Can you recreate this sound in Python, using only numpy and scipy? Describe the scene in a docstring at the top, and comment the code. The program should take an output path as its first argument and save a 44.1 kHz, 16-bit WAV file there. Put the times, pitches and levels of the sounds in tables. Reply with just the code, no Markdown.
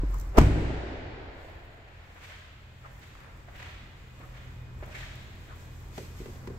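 """Ventilation hums throughout in a large, echoing hall. A palm shoves a car door, which throbs as it
swings and squeezes air past its seal. The seal lands, the latch snaps home, and body and hall boom.
Someone then walks slowly round the car: heels strike, rubber soles drag, creak and chirp by friction,
and clothes rustle with each stride. Last, fingers bump the camera and set its case ringing."""
import sys
import numpy as np
from scipy import signal
from scipy.fft import rfft, irfft, next_fast_len
from scipy.io import wavfile
from scipy.ndimage import map_coordinates

SR = 44100
rng = np.random.default_rng(int(sys.argv[2]) if len(sys.argv) > 2 else 0)


def master_out(mix):
    """Clip the mix to full scale and print it as 16-bit PCM to the path in sys.argv[1]."""
    frames = np.transpose(np.atleast_2d(mix))
    ceiling = np.clip(frames, -1, 1)
    pcm = np.round(ceiling * 32767).astype(np.int16)
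    wavfile.write(sys.argv[1], SR, pcm)


N = 290442


def amp(db):
    """Decibels to amplitude ratio."""
    return 10 ** (np.asarray(db) / 20)


def unit(x):
    """Normalise to rms 1."""
    return x / np.sqrt(np.mean(x ** 2) + 1e-20)


def along(points, hz):
    """Interpolate (frequency, value) points on a logarithmic frequency axis."""
    freqs, values = np.transpose(points)
    return np.interp(np.log(hz + 1), np.log(freqs + 1), values)


def clock():
    """The time of every sample in seconds."""
    return np.arange(N) / SR


def curves(rows):
    """Interpolate each column after the time to one value per sample."""
    times, *columns = np.transpose(rows)
    return [np.interp(clock(), times, column) for column in columns]


def wobble(rate):
    """Smooth random modulation with rate knots a second."""
    return map_coordinates(rng.standard_normal(int(N * rate / SR) + 4), [clock() * rate])


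def swell(t, rise, fall):
    """A rounded envelope that peaks at t = 0."""
    return np.exp(-(abs(t) / np.where(t < 0, rise, fall)) ** 1.5)


def filtered(x, response):
    """Linear filtering: multiply the spectrum by a frequency response."""
    n = x.shape[-1]
    padded = next_fast_len(n + 8192)
    return irfft(rfft(x, padded) * response(np.fft.rfftfreq(padded, 1 / SR)), padded)[..., :n]


def add(out, s, sound):
    """Superpose a sound on out from time s."""
    part = out[:, max(round(s * SR), 0):][:, :sound.shape[-1]]
    part += sound[..., :part.shape[-1]]


# Likeness of left and right in a diffuse field: (frequency [Hz], correlation [-1 to 1])
CORRELATION = [(60, 0.96), (130, 0.86), (290, 0.9), (640, 0.44), (1400, -0.12), (3000, -0.0099),
               (7000, -0.042)]
def noise(spectrum, size, tilt_db=0):
    """Diffuse field of rms 1, correlated only at long wavelengths; tilt is per octave above 500 Hz."""
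    def response(hz):
        colour = amp(along(spectrum, hz) + tilt_db * np.log2(np.maximum(hz, 500)))
        angle = np.arccos(np.clip(along(CORRELATION, hz), -1, 1)) / 2
        return colour * [np.cos(angle), np.sin(angle)]
    mid, side = filtered(rng.standard_normal((2, size)), response)
    return unit(np.array([mid + side, mid - side]))


def burst(spectrum, t60, attack=0.0008):
    """A noise transient with a quick onset and exponential decay."""
    t = clock()[:SR // 2]
    return noise(spectrum, size=len(t)) * amp(-60 * t / t60) * (1 - np.exp(-t / attack))


def ring(modes, contact=0.0014):
    """Free vibration after a blow: a sum of damped modes, neighbours in antiphase."""
    t = clock()[:2 * SR]
    vibration = sum((-1) ** k * amp(db - 60 * t / t60) * np.sin(2 * np.pi * hz * t)
                    for k, (hz, db, t60) in enumerate(modes))
    return vibration * (1 - np.exp(-t / contact))


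# Ventilation along the walk: (time [s], hum level [dB], air level [dB])
VENT_LEVELS = [(0, -42.5, -46.5), (1.5, -53, -64), (2.5, -53.5, -62), (3.2, -49.5, -58.5),
               (4.1, -49.5, -57), (4.7, -44.5, -55), (5.6, -46, -55.5), (6.59, -44, -50.5)]
# Tones of the fan and of its motor: (frequency [Hz], relative level [dB])
FAN_TONES = [(84.5, -4), (125, -7.5), (169, -23)]
MOTOR_TONES = [(2487, -73), (6842, -84)]
# Spectra of the ducts and of rushing air: (frequency [Hz], relative level [dB])
DUCT_SPECTRUM = [(20, -7), (30, -9), (46, 6), (60, 2.5), (75, 0), (105, -1), (140, -6.5), (200, -14),
                 (300, -32.5), (600, -68.5)]
AIR_SPECTRUM = [(100, 0.5), (200, 3), (380, 1), (700, -5.5), (1050, -4), (2100, -10.5), (2600, -18),
                (4100, -22), (5300, -23), (7100, -36), (9000, -41), (12000, -78)]
def ventilation(rumble_db=-1.0, shade_db=-9, clear_s=3.9):
    """Tonal fan noise over broadband flow noise; hum and whine grow toward the front of the car."""
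    t = clock()
    hum_db, air_db = curves(VENT_LEVELS)
    hum = sum(amp(db + 2.5 * wobble(2.82)) * unit(np.sin(2 * np.pi * hz * t + wobble(4.3)))
              for hz, db in FAN_TONES)
    whine = sum(amp(db + 3 * wobble(5.42)) * unit(np.sin(2 * np.pi * hz * t + .7 * wobble(35)))
                for hz, db in MOTOR_TONES)
    whine *= amp(np.interp(t, [0, clear_s], [shade_db, 0]))
    rumble = amp(rumble_db) * noise(DUCT_SPECTRUM, size=N)
    return amp(hum_db) * (hum + rumble) + amp(air_db) * noise(AIR_SPECTRUM, size=N) + whine


# Fine high hiss drops away after the slam, then slowly grows: (time [s], level [dB])
HISS_LEVELS = [(0, -68), (.5, -69), (.95, -85.5), (2, -76.5), (4.7, -70.5), (6.4, -64), (6.59, -67.5)]
# Fine high hiss, with the microphone's dip at 10 kHz: (frequency [Hz], relative level [dB])
HISS_SPECTRUM = [(2500, -2), (5000, 7), (7800, 11.5), (9000, -4), (10200, 0), (12000, 5), (15500, 1.5)]
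def hiss_and_rustle(stride_db=-73.5, stride_lag_s=0.083, arm_db=-65, arm_s=.21, crinkle_db=-7):
    """Amplitude modulation: a fine, crinkling hiss swells as the sleeve moves and trouser legs brush."""
    t = clock()
    strides = sum(swell(t - s - stride_lag_s, rise=0.15, fall=0.21) for s, _, _ in FOOTFALLS)
    arm = swell(t - arm_s, rise=0.1, fall=0.059)
    envelope = amp(curves(HISS_LEVELS)[0]) + amp(stride_db) * strides + amp(arm_db) * arm
    flicker = amp(6 * np.clip(wobble(160), -3, 3))
    crinkles = unit(flicker * noise([(5000, -32), (10000, -7), (12500, 0), (15500, 0)], size=N))
    flutter = amp(wobble(13))
    return envelope * flutter * (noise(HISS_SPECTRUM, size=N) + amp(crinkle_db) * crinkles)


# Throb of the moving door: (time [s], level [dB])
THROB_LEVELS = [(0, -24), (.04, -30.5), (.13, -27.5), (.22, -33.5), (.28, -33.5), (.35, -36), (.39, -58)]
# Modes of the damped door skin: (frequency [Hz], relative level [dB], t60 [s])
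SKIN_MODES = [(54, -2.5, 0.14), (150, -7, 0.048), (292, -0.5, 0.046), (404, -2.5, 0.023), (636, -8, 0.025),
              (730, -23, 0.033), (997, -9, .035), (1213, -16, 0.039)]
def door_swing(throb_hz=45, shove_s=.032, shove_db=-17, soft_hz=450, squeeze_db=-30, squeeze_s=0.015):
    """A soft impact excites mainly low modes; the door then throbs and displaces air past its seal."""
    t = clock()
    throb = amp(curves(THROB_LEVELS)[0]) * unit(np.sin(2 * np.pi * throb_hz * t + .5 * wobble(49)))
    seal_s = DOOR_CONTACTS[0][0]
    squeeze = amp(squeeze_db) * np.exp(-abs(t - seal_s) / squeeze_s)
    air = noise([(100, -9), (500, 6.0), (1100, -5), (2200, -13), (5000, -33), (12000, -36)], size=N)
    out = throb + squeeze * air
    palm = filtered(ring(SKIN_MODES, contact=0.0035), lambda hz: 1 / (1 + (hz / soft_hz) ** 2))
    add(out, shove_s, amp(shove_db) * palm)
    return out


# Small clicks: (time [s], level [dB])
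CLICKS = [(0.142, -42.5), (.185, -46), (.198, -38), (.211, -41), (.291, -53), (2.2365, -53), (4.861, -49.5),
          (5.155, -48), (6.19, -49), (6.335, -52), (6.474, -55)]
# Spectrum of a click: (frequency [Hz], relative level [dB])
CLICK_SPECTRUM = [(2000, -28), (4500, -2), (6500, 5), (8000, 1.5), (10000, -13), (12500, 5.5), (15500, 0)]
def clicks():
    """Direct sound: brief, bright transients close by, heard without reverberation."""
    out = np.zeros((2, N))
    for s, db in CLICKS:
        add(out, s, amp(db) * burst(CLICK_SPECTRUM, t60=0.021))
    return out


# Chirps: first the door check's detent as the door swings, then rubber soles on the floor: (time [s], level
# [dB], centre frequency [Hz])
CHIRPS = [(0.148, -45, 1070), (2.858, -50, 1210), (4.242, -53, 1270), (4.963, -43, 2130),
          (5.032, -46, 1860), (5.504, -51, 1440), (5.529, -51.5, 1140)]
def squeaks(half_length_s=0.016, log_width=0.48):
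    """Friction chirps: hoarse narrow-band noise under a Gaussian envelope, first from the door check's detent,
    then from turning soles."""
    out, t = np.zeros((2, N)), clock()[:SR // 5] - .1
    for s, db, hz in CHIRPS:
        band = [(hz * np.exp(-log_width), -25), (hz, 0), (hz * np.exp(log_width), -25), (4 * hz, -60)]
        add(out, s + t[0], amp(db) * np.exp(-(t / half_length_s) ** 2) * noise(band, size=t.size))
    return out


# Seal, latch and striker meet: (time [s], skin gain [dB], crack level [dB], crack t60 [s])
DOOR_CONTACTS = [(0.3717, -25, -21.5, 0.072), (0.3768, -12, -14.5, 0.017), (0.3813, -2, -10.5, 0.024),
                 (0.3859, -20, -12.5, 0.022), (.4035, -27, -38, 0.043), (.412, -20, -24, 0.045)]
# Stereo balance of the struck skin: (frequency [Hz], left minus right [dB])
SKIN_BALANCE = [(60, 2.5), (250, 4.5), (400, 7.5), (680, -8), (1100, 5)]
# Spectra of latch crack, trim shudder and hall boom: (frequency [Hz], relative level [dB])
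LATCH_SPECTRUM = [(60, -15), (250, -3), (600, 4), (1100, 2.5), (1600, -4.5), (2300, -8), (3500, -19),
                  (5500, -16), (8000, -23), (10000, -38), (15000, -28)]
TRIM_SPECTRUM = [(40, -1), (130, 13.5), (300, 7.5), (600, -4.5), (1200, -5), (2200, -10.5), (4400, -22),
                 (7600, -23), (10000, -36), (15000, -34)]
BOOM_SPECTRUM = [(25, -4), (60, -1), (130, 4.5), (200, -3), (270, 1), (400, -5.5), (520, -11), (680, -11.5),
                 (1170, -23.5), (1550, -19.5), (1950, -20.5), (4400, -35), (6000, -39.5), (7800, -36),
                 (9500, -44.5)]
# Modes of the car's body and cabin air: (frequency [Hz], level [dB], t60 [s])
BODY_MODES = [(28, -23, 1.05), (57.5, -18, 1.4), (67, -16.5, 0.56), (100.6, -18, 0.84), (134.9, -24, 0.6),
              (155.2, -22, 0.83), (242, -26, 0.47), (279, -39, 1.94), (352, -38, 1.5)]
def door_slam(seat_s=.38, shudder_db=-20, boom_db=-25, snap_s=.3862, snap_db=-19):
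    """Impact excitation: contacts thump the skin and crack the latch; trim, body and hall ring on."""
    out = np.zeros((2, N))
    skin = filtered(ring(SKIN_MODES), lambda hz: amp(np.outer([.5, -.5], along(SKIN_BALANCE, hz))))
    for s, skin_db, crack_db, t60 in DOOR_CONTACTS:
        add(out, s, amp(skin_db) * skin)
        add(out, s, amp(crack_db) * burst(LATCH_SPECTRUM, t60, attack=0.00074) * amp([[-.8], [.8]]))
    pawl_spectrum = [(1000, -19), (3000, -3), (5000, -9), (8000, 2), (10000, -6), (15000, -5)]
    snap = burst(pawl_spectrum, t60=0.0081, attack=0.0004)  # the steel pawl drops in
    add(out, snap_s, amp(snap_db) * snap * amp([[-1.1], [1.1]]))
    add(out, seat_s, amp(shudder_db) * burst(TRIM_SPECTRUM, t60=0.37, attack=0.0027))
    body = from_right(ring(BODY_MODES), lag=0.00034)
    add(out, seat_s + 0.01818, body)  # the shell answers a moment after the door
    add(out, seat_s, amp(boom_db) * hall_tail(BOOM_SPECTRUM, build=0.0057))
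    return out


def from_right(x, lag):
    """Path difference: a sound from the right reaches the left channel lag seconds later."""
    return filtered(x, lambda hz: np.exp(1j * np.pi * lag * np.outer([-1, 1], hz)))


# Reverberation time of the hall: (frequency [Hz], t60 [s])
HALL_T60 = [(50, 4.25), (130, 0.49), (290, 2.26), (600, 3.93), (1200, 5.03), (2300, 4.97), (4400, 5.04),
            (5500, 3.1), (7800, 1.57), (10000, 0.88), (15000, 0.34)]
def hall_tail(spectrum, build):
    """Reverberation: a diffuse field builds up, then each frequency decays at its own rate."""
    hz, t, bands = signal.stft(noise(spectrum, size=3 * SR), SR, nperseg=512)
    decay = amp(-60 * t / along(HALL_T60, hz)[:, None])
    _, tail = signal.istft(bands * decay, SR, nperseg=512)
    return tail * (1 - np.exp(-clock()[:tail.shape[1]] / build))


# Slow footfalls: (time [s], heel level [dB], sole level [dB])
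FOOTFALLS = [(1.39, -67, -64), (2.169, -62, -54), (2.848, -54, -53), (3.483, -40.5, -57),
             (4.201, -49, -53.5), (4.825, -37, -50.5), (5.5, -58, -55)]
# Soles drag over the floor: (time [s], level [dB], fall time [s], tilt [dB/octave])
SOLE_DRAGS = [(1.969, -62, 0.3, -1), (2.237, -51, 0.035, 2), (2.309, -50, 0.041, -0.5),
              (3.034, -59, 0.068, 2.5), (3.228, -60, 0.14, -5.5), (3.595, -47.5, 0.081, -.7),
              (4.364, -52, 0.044, -1), (4.971, -46, 0.086, 1.8)]
# Spectrum of a heel strike: (frequency [Hz], relative level [dB])
HEEL_SPECTRUM = [(40, -30), (150, -32), (300, 4), (600, 7.5), (1000, -3.5), (2000, -9), (5000, -57),
                 (9000, -60)]
def footsteps(roll_s=.01, grit_db=3):
    """Impact and friction: the heel lands and the sole rolls down after it; some soles drag."""
    out = np.zeros((2, N))
    for s, _, sole_db in FOOTFALLS:
        rub(out, s + roll_s, sole_db, rise=0.033, fall=0.027, tilt_db=-5.0)
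    for s, db, fall, tilt_db in SOLE_DRAGS:
        rub(out, s, db, 0.61 * fall, fall, tilt_db)
    out *= amp(grit_db * wobble(110))  # the rubber grips and lets go
    for s, heel_db, _ in FOOTFALLS:
        add(out, s, amp(heel_db) * burst(HEEL_SPECTRUM, t60=0.042, attack=0.00029))
    return out


# Spectrum of a sliding sole or finger: (frequency [Hz], relative level [dB])
FRICTION_SPECTRUM = [(80, -28), (200, -9), (350, -12), (620, -0.5), (800, -2.5), (1100, 0), (2000, 5),
                     (3400, -5.5), (4800, -11.5), (7800, -18), (10000, -32.5), (13000, -26), (16000, -40)]
def rub(out, s, db, rise, fall, tilt_db):
    """Sliding friction: add one stroke of noise that peaks at time s."""
    stroke = amp(db) * swell(clock()[:SR] - .5, rise, fall)
    add(out, s - .5, stroke * noise(FRICTION_SPECTRUM, size=SR, tilt_db=tilt_db))


def in_hall(direct, wet_db=2, early_db=6, early_s=0.16):
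    """Convolution with an impulse response: floor and car reflect first, then the hall."""
    spectrum = [(150, -10.5), (600, -3.5), (2200, -4.5), (3500, 1), (5500, -3.5), (12000, 3.5)]
    tail = hall_tail(spectrum, build=0.016)
    tail *= 1 + amp(early_db) * np.exp(-clock()[:tail.shape[1]] / early_s)
    echo = signal.fftconvolve(direct, tail / np.linalg.norm(tail[0]), axes=1)[:, :N]
    return direct + amp(wet_db) * echo


# Spectrum of one slip of the rubber: (frequency [Hz], relative level [dB])
SLIP_SPECTRUM = [(150, -23), (600, -3), (1300, 3), (2100, -4), (3200, -27), (8000, -47)]
def pivot(at_s=3.2, gain_db=-44, slip_hz=62, count=24, jitter=.25, spread_db=3, decay_s=0.0022):
    """Stick-slip friction: a sole twists in a short, uneven creak at the car's corner."""
    out, t = np.zeros((2, N)), clock()[:SR // 2] - .25
    lateness, strength = rng.standard_normal((2, count, 1))
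    slip_times = (np.arange(count)[:, None] - count / 2 + jitter * lateness) / slip_hz
    jerks = (t > slip_times) * np.exp(-abs(t - slip_times) / decay_s) * amp(spread_db * strength)
    envelope = amp(gain_db) * swell(t, rise=0.089, fall=0.072) * jerks.sum(0)
    add(out, at_s + t[0], envelope * noise(SLIP_SPECTRUM, size=t.size))
    return out


# Fingers bump the camera: (time [s], bump gain [dB], nail level [dB])
FINGER_BUMPS = [(5.9783, -28.5, -32), (6.202, -34.5, -62), (6.215, -36.5, -67), (6.257, -34.5, -42.5),
                (6.282, -37.5, -62), (6.357, -44, -49), (6.4723, -29, -37.5), (6.501, -30.5, -52)]
# Modes of the camera's case: (frequency [Hz], relative level [dB], t60 [s])
CASE_MODES = [(241, -10.5, 0.072), (362.4, -4.5, 0.083), (452, -1, 0.02), (1026, -19, 0.043)]
# Spectra of a soft fingertip and of a nail: (frequency [Hz], relative level [dB])
FINGERTIP_SPECTRUM = [(40, -30), (150, 2), (270, -2.5), (450, 2.5), (560, -10), (900, -36), (2000, -41.5),
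                      (5000, -70)]
NAIL_SPECTRUM = [(100, -42), (400, 1), (700, 2), (1100, -2.5), (1600, -6), (2200, -7.5), (4000, -14.5),
                 (7000, -18.5), (10000, -29)]
# Fingers shift their grip: (time [s], level [dB])
FINGER_SLIDES = [(5.975, -51.5), (6.189, -55.5), (6.301, -60.5)]
def handling(fingertip_db=-13):
    """Structure-borne sound: bumps excite the modes of the camera's case, and fingers slide over it."""
    out, case = np.zeros((2, N)), ring(CASE_MODES, contact=0.0015)
    for s, db, nail_db in FINGER_BUMPS:
        add(out, s, amp(db) * case)
        add(out, s, amp(db + fingertip_db) * burst(FINGERTIP_SPECTRUM, t60=0.31))
        add(out, s, amp(nail_db) * burst(NAIL_SPECTRUM, t60=0.041))
    for s, db in FINGER_SLIDES:
        rub(out, s, db, rise=0.041, fall=0.15, tilt_db=8)
    return out


def scene():
    """Superposition: the pressures of the hall's air, the door and the walker add."""
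    return (ventilation() + hiss_and_rustle() + door_swing() + clicks() + squeaks() + door_slam()
            + in_hall(footsteps() + pivot()) + handling())


def record(dry, top_hz=15760):
    """Saturation and band limiting: the camera rounds off peaks at full scale and cuts the top treble."""
    rounded = dry / (1 + dry ** 8) ** (1 / 8)
    return filtered(rounded, lambda hz: np.clip((top_hz - hz) / 200 + .5, 0, 1))


dry = scene()
out = record(dry)
master_out(out)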